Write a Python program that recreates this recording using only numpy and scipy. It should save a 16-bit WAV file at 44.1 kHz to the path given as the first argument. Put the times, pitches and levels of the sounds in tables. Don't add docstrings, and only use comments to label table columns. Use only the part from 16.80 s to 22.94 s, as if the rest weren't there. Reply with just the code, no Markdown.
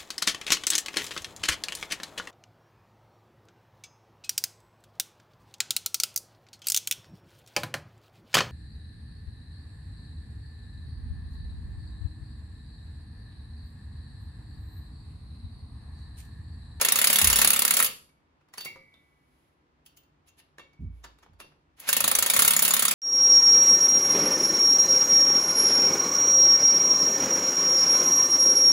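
import sys
import numpy as np
from scipy import signal
from scipy.fft import rfft, irfft
from scipy.io import wavfile
from scipy.ndimage import uniform_filter1d

SR = 44100
rng = np.random.default_rng(int(sys.argv[2]) if len(sys.argv) > 2 else 0)


def unload_wav(signal):
    wavfile.write(
        sys.argv[1],
        SR,
        np.round(np.clip(np.atleast_2d(signal).T, -1, 1) * 32767).astype(np.int16),
    )


N = 270774
TIME = np.arange(N) / SR

# (time [s], force [dB], treble crack trim [dB], low clack trim [dB], t60 of the clang [s])
BLOWS = [(0.013, -18.5, -0.5, -8, 0.061), (0.049, -19.5, 3, -5, 0.044), (0.0856, -19, -2.5, -7, 0.041),
         (0.1216, -21.0, 7, -5, 0.03), (0.1569, -20.5, 0.5, -10, 0.1), (0.1875, -22, 4, -4.5, 0.067),
         (0.2153, -20, 2.5, -5.5, 0.058), (0.2424, -17, 2.5, -6.5, 0.043), (0.2716, -17, 2.5, -9.5, 0.04),
         (0.3002, -20, 3.5, -4.0, 0.054), (0.329, -20.5, 5.5, -8, 0.08), (0.358, -18.5, 3.5, -9.5, 0.045),
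         (0.386, -18, 2.5, -8, 0.07), (0.4151, -18.5, 2, -8, 0.056), (0.4436, -18.5, 5.5, -4.5, 0.053),
         (0.472, -17.5, 4, -9, 0.044), (0.5, -20.5, 4.5, -6, 0.058), (0.529, -18.5, 1, -8, 0.055),
         (0.5583, -18.5, 3.5, -12, 0.094), (0.5873, -19.0, 2.5, -6.5, 0.064),
         (0.6157, -17.5, 3.5, -5, 0.058), (0.6463, -17.5, 4.5, -4, 0.031), (0.6742, -19, 6, -8.5, 0.04),
         (0.7043, -20, 10, -8, 0.021), (0.7327, -20.5, 4.5, -9.5, 0.053), (0.7618, -23.5, 2, -6, 0.056),
         (0.7915, -22, 5, -8, 0.049), (0.8205, -22.5, 5.5, -4.5, 0.035), (0.8504, -21, 6.5, -6.5, 0.03),
         (0.879, -22.5, 3, -7, 0.039), (0.9079, -19, 4, -3, 0.036), (0.9382, -23, 4.0, -10.5, 0.062),
         (0.9682, -20, 3.5, -7, 0.063), (0.9911, -24.5, 1.5, -2, 0.048), (1.0001, -22.5, 6, 2, 0.059),
         (1.0258, -23.5, 8.5, -5, 0.044), (1.0447, -26.5, 8, -13, 0.069), (1.061, -27.5, 3.5, -14, 0.055),
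         (5.0894, -20.5, 1.5, -5.5, 0.076), (5.129, -20, 4, -7.5, 0.045), (5.167, -21, 4, -8, 0.05),
         (5.205, -22.5, 5, -6, 0.039), (5.2412, -19.5, 0.5, -5.5, 0.049), (5.2778, -20, 4.5, -7, 0.051),
         (5.3141, -23, 5.5, -2.5, 0.041), (5.3515, -20, 5, -7.5, 0.039), (5.387, -20, 4, -10, 0.042),
         (5.425, -19.5, 0.5, -7.5, 0.045), (5.4619, -23, 5, -6.5, 0.069), (5.4996, -18.5, 2.5, -7, 0.05),
         (5.5358, -21.5, 3.0, -4.5, 0.093), (5.564, -19, 4, -6, 0.067), (5.5918, -17.5, 4.5, -3.5, 0.067),
         (5.6208, -17, 2.5, -6, 0.06), (5.6484, -21.0, 6, -4.5, 0.059), (5.678, -16.0, 5.5, -10.5, 0.037),
         (5.7072, -19.0, 3.5, -8, 0.072), (5.735, -22, 1.5, -7.5, 0.045), (5.7648, -19, 4.5, -7.5, 0.038),
         (5.7921, -19.5, 0.5, -9, 0.04), (5.8224, -21.0, 7.5, -7, 0.077), (5.85, -19, 3.0, -11.5, 0.064),
         (5.879, -21.5, 4, -7.5, 0.075), (5.907, -19.5, -2.5, -8.5, 0.061), (5.9371, -19.5, 6.5, -7, 0.056),
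         (5.9659, -22.5, 1, -3.5, 0.054), (5.9936, -20.5, 3, -9, 0.052), (6.0231, -20.5, 2.5, -5.5, 0.063),
         (6.0523, -19.0, 2, -9.5, 0.041), (6.0813, -21, 0.5, -10, 0.055), (6.1106, -21, 2.5, -6, 0.058)]
# (time [s], relative click level [dB], tilt [dB/octave],
# click peak [Hz], its lift [dB], ring level [dB], ring centre [Hz], ring spread [octaves])
CLINKS = [(1.29, -69, -1.5, 2270, 4, -80, 2270, 0.33), (1.611, -66.5, -4.5, 2686, 9, -82.5, 2700, .5),
          (1.687, -65, -3.5, 4000, -1, -76, 3510, 0.52), (1.7379, -44.5, 0, 10200, 2, -67, 4500, 1),
          (1.7807, -36, -0.5, 10000, 10.5, -39, 4570, .14), (1.808, -39.5, 3.5, 3570, 11, -41, 3750, 0.44),
          (1.809, -43, 1, 2200, -2, -44, 15100, .06), (1.8509, -33, 5.5, 10400, -1, -44, 6800, 1.06),
          (1.858, -41.5, -4, 2230, 8, -43.5, 2670, 0.29), (1.958, -52, -6, 520, 6, -52, 524, 0.71),
          (2.141, -60.5, -3.5, 3600, 16, -62, 3620, 0.091), (3.062, -48, 5.5, 3030, 11, -63, 4060, 0.78),
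          (3.17, -54, 4.5, 6600, 10.5, -58, 15050, .22), (3.174, -59, 4, 3000, 18, -63, 3250, 0.22),
          (3.234, -70, -2, 6500, 4.5, -77, 4500, 1), (3.487, -58, 6, 6700, 15, -66, 2920, 0.38),
          (3.6, -63, 1, 2200, 8.5, -64.5, 2230, 0.53), (3.784, -48, -3, 1680, 11, -54, 1785, 0.13),
          (3.7944, -49.5, -4.5, 1150, 9, -51, 2730, 0.41), (3.796, -52.5, -3, 3500, 18, -64, 5970, 0.52),
          (3.932, -66.5, -3, 5500, 8, -76, 4500, 1), (4.2412, -45.5, -2, 6400, 10, -66, 3570, 0.85),
          (4.2467, -44, -3, 1200, 5, -60, 4570, .1), (4.3862, -62, -1.5, 4500, 3, -72, 4580, 1.22),
          (4.43, -53, -4, 6500, 6, -80, 4500, 1), (4.463, -58, -7, 1000, 3, -80, 1500, 1.1),
          (4.534, -69.5, -3, 10000, 5, -77, 4500, 1), (4.602, -41.5, -2.5, 10600, 13.5, -57, 3270, 0.45),
          (4.612, -49.5, -4, 2700, 16, -53, 3300, 0.38), (4.644, -58, -7.5, 1300, 1, -65, 5440, 0.28),
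          (4.72, -60, -7.5, 2200, 1, -71, 2700, .6), (5.001, -36.5, 8, 15000, -2, -61.5, 10000, 1.1)]


def hammer(crack_s=.00063, scrape_s=.00097, rebound=.45, rebound_s=.0022, echo=.2, echo_s=.012):
    # (frequency [Hz], density [dB])
    colour = [(20, -50), (45, -30.5), (110, -17.5), (210, -13), (350, -18), (560, -5.5), (720, -11.5),
              (1100, -3), (3000, -5), (4100, -3.5), (5900, -3.5), (7000, -1), (10500, 6.5), (12900, 3),
              (15300, 4)]
    seatings = [0, 5.0, 5.55]
    # (frequency [Hz], width [Hz], lift in each of the three seatings [dB])
    resonances = [(580, 90, -1.5, 6.3, 3.5), (1300, 210, -2, 0.66, 1.7), (1837, 960, 3.5, 1.3, 4.2),
                  (2740, 300, 5, 3.5, 1.7), (3350, 120, 5, 7.2, 3.6), (3700, 230, 3.5, 3.1, 4.2),
                  (6980, 240, 2.5, 9.1, 8.3), (8150, 230, 1, 2, 4.4), (9050, 260, 1.5, 7.5, 5.5),
                  (9660, 240, 4, 1.5, 4.2), (10450, 220, 3.5, 1.2, 1.9), (11800, 500, 2.5, 2.5, 2.8),
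                  (14700, 280, 2.5, 4.5, 7)]
    lead, out = 256, np.zeros((2, N))
    t = (np.arange(4096) - lead) / SR

    def clang(t60, rise_s, sharp, scrape):
        age = np.maximum(t - np.array([[0], [rebound_s], [echo_s]]), 0)
        arrivals = np.array([[1], [rebound], [echo]]) * (1 - np.exp(-age / rise_s))
        arrivals *= gain_of(-60 * age / t60)
        arrivals[0] *= 1 + sharp * np.exp(-age[0] / crack_s)
        cam = scrape * np.exp(-abs(t) / scrape_s)
        return evened(np.sqrt((arrivals ** 2).sum(0) + cam ** 2))

    bands_hz = [(0, 2500), (2500, 8500), (8500, SR)]
    alike = [.55, .2, .25]
    steel = [noise(colour, len(t), *band) for band in bands_hz]
    for s, db, treble_db, clack_db, t60 in BLOWS:
        peaks = np.array(resonances)[:, [0, 1, 1 + np.searchsorted(seatings, s)]]
        clack = gain_of(clack_db - 11.2) * clang(t60, rise_s=.0003, sharp=.8, scrape=.25)
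        body = gain_of(-11) * clang(t60, rise_s=.00035, sharp=.31, scrape=.4)
        crack = gain_of(treble_db - 9.5) * clang(t60, rise_s=.0002, sharp=.62, scrape=.17)
        for band, envelope, same, share in zip(bands_hz, [clack, body, crack], steel, alike):
            grain = np.sqrt(share) * same + np.sqrt(1 - share) * noise(colour, len(t), *band)
            grain = lifted(patchy(grain, depth_db=3.5, width_hz=260), peaks)
            add(out, s - lead / SR, gain_of(db) * envelope * grain)
    return out


def motor(spin_up_s=.22, brake_s=.0083, flutter=.2):
    # (frequency [Hz], density [dB])
    colour = [(20, -40.5), (50, -19), (200, -6), (380, -2), (600, 2), (2500, 6.5), (5000, -2.5),
              (7200, -2.5), (11000, -7.5), (15500, -10.5)]
    # (pressed [s], let go [s], whirr re blow force [dB])
    pulls = [(-.15, 1.023, -17), (4.966, 6.2, -18.6)]
    blow_s, force_db, *_ = np.transpose(BLOWS)
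    blow_phase = np.interp(TIME, blow_s, np.arange(len(BLOWS)))
    running = sum(gain_of(db) * np.clip((TIME - on) / spin_up_s, 0, 1)
                  * np.exp(-np.maximum(TIME - off, 0) / brake_s) for on, off, db in pulls)
    load = gain_of(np.interp(TIME, blow_s, uniform_filter1d(force_db, size=5)))
    return noise(colour, N) * running * load * (1 + flutter * np.cos(2 * np.pi * blow_phase))


def hub_ring(hammered_db=-10.5, rise_s=.00066):
    # (frequency [Hz], weight when hammered [dB], weight when touched [dB], t60 [s])
    modes = [(533, -13, -18, .28), (964, -8, -13, .15), (1190, -2, -11, .2), (1281, -10, -9, .2),
             (1335, -4, -12, .15), (1809, -8, -5, .25), (1884, -2, -9, .1), (2162, 1.5, -7, .23),
             (2353, -4, -12, .2), (2731, -1, 1, .27), (3169, -5, -10, .15), (3310, -6, -6, .17),
             (3499, -8, -8, .15), (3618, -6, -9, .25), (3838, -12, -11, .15), (4570, .5, -3, .26),
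             (4603, -11, -7, .26), (5588, -13.5, -12, .4), (6880, -3, -12, .1), (7031, -9, -9, .3),
             (7741, -10, -12, .1), (9636, 5, -7, .28), (10282, 0, -2, .07), (10837, 2, -2, .09),
             (11254, -3, -5, .09), (11910, -7, -9, .15), (14350, -3, -5, .05), (15128, -2, -2, .2)]
    hammered, touched = np.array(modes)[:, [0, 1, 3]], np.array(modes)[:, [0, 2, 3]]
    out, t = np.zeros((2, N)), TIME[:SR]
    for s, db, *_ in BLOWS:
        tone = ring(hammered, t[:SR // 2], spread_db=2, centre_hz=4200, octaves=2.4, longest_s=.45)
        add(out, s, gain_of(db + hammered_db) * tone)
    for s, *_, ring_db, centre_hz, octaves in CLINKS:
        tone = ring(touched, t, spread_db=1, centre_hz=centre_hz, octaves=octaves)
        add(out, s, gain_of(ring_db) * tone * (1 - np.exp(-t / rise_s)))
    return out


def axle():
    # (frequency [Hz], level re blow force [dB], t60 [s])
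    modes = [(105, -52, .12), (174.7, -44.5, 0.68), (209.4, -40.5, 0.61), (238.5, -40, 0.69)]
    out, nudge = np.zeros((2, N)), dying_sines(modes, TIME[:SR])
    for s, db, *_ in BLOWS:
        add(out, s, gain_of(db) * nudge[None])
    return out


def clinks(t60=.087, rise_s=.00036, crack=.48, crack_s=.001, slide=.68, slide_s=.0038, peak_width=.18):
    # (frequency [Hz], density [dB])
    colour = [(40, -24), (180, -9.5), (450, -4.5), (1300, 3), (2800, -0.5), (6000, -3.5), (11000, -6),
              (15500, -8)]
    lead, out = 2048, np.zeros((2, N))
    t = (np.arange(8192) - lead) / SR
    age = np.maximum(t, 0)
    click = (1 - np.exp(-age / rise_s)) * gain_of(-60 * age / t60) * (1 + crack * np.exp(-age / crack_s))
    for s, db, tilt_db, peak_hz, lift_db, *_ in CLINKS:
        grit = abs(evened(uniform_filter1d(rng.standard_normal(len(t)), 100)))
        envelope = click + slide * grit * np.exp(-abs(t) / slide_s)
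        grain = patchy(noise(colour, len(t), tilt_db=tilt_db), depth_db=2.5, width_hz=264)
        grain = lifted(grain, [(peak_hz, peak_width * peak_hz, lift_db)])
        add(out, s - lead / SR, gain_of(db - 1.5) * envelope * grain)
    return out


def socket_ring(rise_s=.0023):
    # (frequency [Hz], weight [dB], t60 [s])
    modes = [(1760, -27, .3), (1949, -21, .3), (1992, -28.5, 2.0), (2137, -19, .9), (2163, 0, .21),
             (2243, -21.5, 1.5), (2259, -27, 1.2), (2268, -26, 1.6), (2279, -9, .24), (2288, -15, .8),
             (2353, -10, .26)]
    # (time [s], level [dB], ring centre [Hz], ring spread [octaves])
    knocks = [(1.29, -70, 2270, .016), (1.859, -34, 2200, 0.5), (3.7944, -61, 2252, 0.013)]
    out, t = np.zeros((2, N)), TIME[:2 * SR]
    for s, db, centre_hz, octaves in knocks:
        tone = ring(modes, t, spread_db=.5, centre_hz=centre_hz, octaves=octaves)
        add(out, s, gain_of(db) * tone * (1 - np.exp(-t / rise_s)))
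    return out


def slides_and_rasp():
    # (middle [s], half length [s], level [dB])
    events = [(2.15, .31, -80), (2.598, 0.15, -79), (3.483, 0.014, -62), (3.594, 0.015, -57),
              (4.183, 0.059, -76.5), (4.977, 0.0091, -67.5), (5.084, 0.01, -30)]
    # (frequency [Hz], density [dB])
    colour = [(500, -10), (3000, 2.5), (6500, -5.5), (11000, 1), (15500, -12)]
    swells = sum(gain_of(db) * np.exp(-((TIME - s) / half_s) ** 2) for s, half_s, db in events)
    return noise(colour, N) * swells


def thuds(swell_s=.046):
    # (time [s], relative boom level [dB], relative push level [dB], push rise time [s])
    events = [(.415, -21, -36, 0.022), (3.991, -74.5, -37.5, 0.03), (4.005, -26, -32.5, 0.015),
              (4.486, -48.5, -57, 0.018), (5.314, -45.5, -72, .03), (5.561, -44, -48.5, 0.022)]
    # (frequency [Hz], weight [dB], t60 [s])
    modes = [(57.27, -2.5, 0.66), (85.75, 5.5, .26), (104.65, 2, 0.16), (150, -20, 0.24)]
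    # (frequency [Hz], density [dB])
    colour = [(25, -33), (70, 7.5), (115, 1.5), (155, 1), (270, -11), (400, -30.5), (900, -65)]
    out, t = np.zeros((2, N)), TIME[:SR]
    boom = dying_sines(modes, t) * (1 - np.exp(-(t / swell_s) ** 2))
    for s, boom_db, push_db, rise_s in events:
        push = noise(colour, len(t))[:1] * t / rise_s * np.exp(1 - t / rise_s)
        add(out, s, gain_of(boom_db) * boom + gain_of(push_db) * push)
    return out


def garage(x, delay_s=.012):
    # (frequency [Hz], t60 [s])
    decay = [(100, 0.76), (240, 0.7), (420, 0.3), (800, 0.41), (1800, 0.32), (4800, 0.37), (11000, 0.37),
             (15000, .22)]
    # (frequency [Hz], gain [dB])
    tone = [(100, 4), (500, -5), (1000, -6), (1800, -8.5), (2900, -5), (4400, -4), (7000, -13),
            (8600, -18.5), (11000, -11.5), (13400, -17.5), (15000, -13)]
    hz, t, spectra = signal.stft(rng.standard_normal((2, SR)), SR, nperseg=256)
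    t60 = read(decay, hz)[:, None]
    spectra *= gain_of(read(tone, hz)[:, None] - 60 * t / t60)
    spectra *= np.sqrt(2 * np.log(1000) / (t60 * SR))
    tail = signal.istft(spectra, SR, nperseg=256)[1]
    out = np.zeros((2, N))
    add(out, delay_s, signal.fftconvolve(x, tail, axes=1))
    return out


def background(floor_db=-68, hum_hz=147, hum_db=-78):
    # (frequency [Hz], density [dB])
    colour = [(20, -41), (35, -18.5), (55, -2), (80, -.5), (115, -11.5), (152, -1.5), (200, -13), (280, -5),
              (450, -15), (1000, -13.5), (2500, -24), (5000, -33), (10000, -46), (15500, -58.5)]
    return gain_of(floor_db) * noise(colour, N) + gain_of(hum_db) * np.sin(2 * np.pi * hum_hz * TIME)


def microphones(x, likeness, hz, radians=0, balance_db=0):
    left, right = rfft(x)
    same = np.clip(read(likeness, hz), -.99, .99)
    mid, side = (left + right) * np.sqrt(1 + same) / 2, (left - right) * np.sqrt(1 - same) / 2
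    turn = np.exp(.5j * radians) * gain_of(balance_db / 2)
    return irfft(np.array([(mid + side) * turn, (mid - side) / turn]), N)


def ring(modes, t, spread_db, centre_hz, octaves, longest_s=2):
    hz, db, free_t60 = np.transpose(modes)
    t60 = np.minimum(free_t60, longest_s)
    size = gain_of(db + spread_db * rng.standard_normal(len(hz))) * t60 / free_t60
    size /= 1 + (np.log2(hz / centre_hz) / octaves) ** 4
    left = np.exp(2j * np.pi * rng.random(len(hz)))
    right = left * np.exp(.5j * np.pi * rng.uniform(-1, 1, len(hz)))
    waves = np.exp(np.outer(2j * np.pi * hz - np.log(1000) / t60, t))
    return ((np.array([left, right]) * size / np.linalg.norm(size)) @ waves).real


def dying_sines(modes, t):
    return sum(gain_of(db - 60 * t / t60) * np.sin(2 * np.pi * hz * t) for hz, db, t60 in modes)


def noise(colour, size, low_hz=0, high_hz=SR, tilt_db=0):
    hz = np.fft.rfftfreq(size, 1 / SR)
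    gain = gain_of(read(colour, hz) + tilt_db * np.log2(np.maximum(hz, 400)))
    gain *= (hz >= low_hz) & (hz < high_hz)
    return evened(irfft(rfft(rng.standard_normal((2, size))) * gain, size))


def patchy(x, depth_db, width_hz):
    hz = np.fft.rfftfreq(x.shape[1], 1 / SR)
    ripple = np.interp(hz / width_hz, np.arange(256), rng.standard_normal(256))
    return evened(irfft(rfft(x) * gain_of(depth_db * ripple), x.shape[1]))


def lifted(x, peaks):
    hz = np.fft.rfftfreq(x.shape[1], 1 / SR)
    db = sum(lift_db / (1 + (2 * (hz - centre) / width) ** 2) for centre, width, lift_db in peaks)
    return evened(irfft(rfft(x) * gain_of(db), x.shape[1]))


def gain_of(db):
    return 10 ** (np.asarray(db) / 20)


def evened(x):
    return x / np.sqrt(np.mean(x ** 2) + 1e-20)


def read(points, hz):
    f, value = np.transpose(points)
    return np.interp(np.log(hz + 1), np.log(f + 1), value)


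def add(mix, s, sound):
    part = mix[:, max(round(s * SR), 0):][:, :sound.shape[1]]
    part += sound[:, :part.shape[1]]


def scene():
    # (frequency [Hz], correlation [0 to 1])
    front_likeness = [(60, 0.94), (300, .8), (1350, 0.74), (2200, 0.64), (3200, 0.26), (3750, 0.11),
                      (4400, 0.3), (5900, 0.053), (7000, 0.94), (8550, 1), (9300, 0.85), (10200, .78),
                      (10950, 0.69), (12400, .68), (13450, 1), (14600, .77), (15700, 1)]
    # (frequency [Hz], left leads by [rad])
    front_phase = [(50, 0.5), (450, 0.14), (1100, 0.57), (1900, 1), (2250, 1.23), (2700, 2), (3400, 2.5),
                   (4000, 0.7), (6300, -0.4), (8550, -3), (10500, -6), (11200, -6), (13400, -9.5),
                   (15700, -11.5)]
    # (frequency [Hz], left minus right [dB])
    front_balance = [(40, -1), (75, -3.5), (140, -2.1), (500, 1.8), (4000, -1.74), (8000, -0.2)]
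    # (frequency [Hz], correlation [-1 to 1])
    diffuse_likeness = [(60, 0.97), (130, .88), (300, .68), (450, 0.78), (680, -0.083), (1400, -0.41),
                        (2500, 0.18), (8000, -0.33), (15000, 0.19)]
    hz = np.fft.rfftfreq(N, 1 / SR)
    wrench = hammer() + motor()
    contacts = clinks() + slides_and_rasp()
    steel = hub_ring() + socket_ring()
    tail = garage(gain_of(-1) * wrench + contacts + steel / 2)
    direct = wrench + contacts + steel + axle() + gain_of(-3.5) * thuds()
    front = microphones(direct, front_likeness, hz, read(front_phase, hz), read(front_balance, hz))
    return front + microphones(tail + background(), diffuse_likeness, hz)


def record(dry):
    low_pass = signal.firwin(301, cutoff=15800, window=("kaiser", 8), fs=SR)
    return signal.oaconvolve(np.tanh(dry), low_pass[None], "same", axes=1)


dry = scene()
out = record(dry)
unload_wav(out)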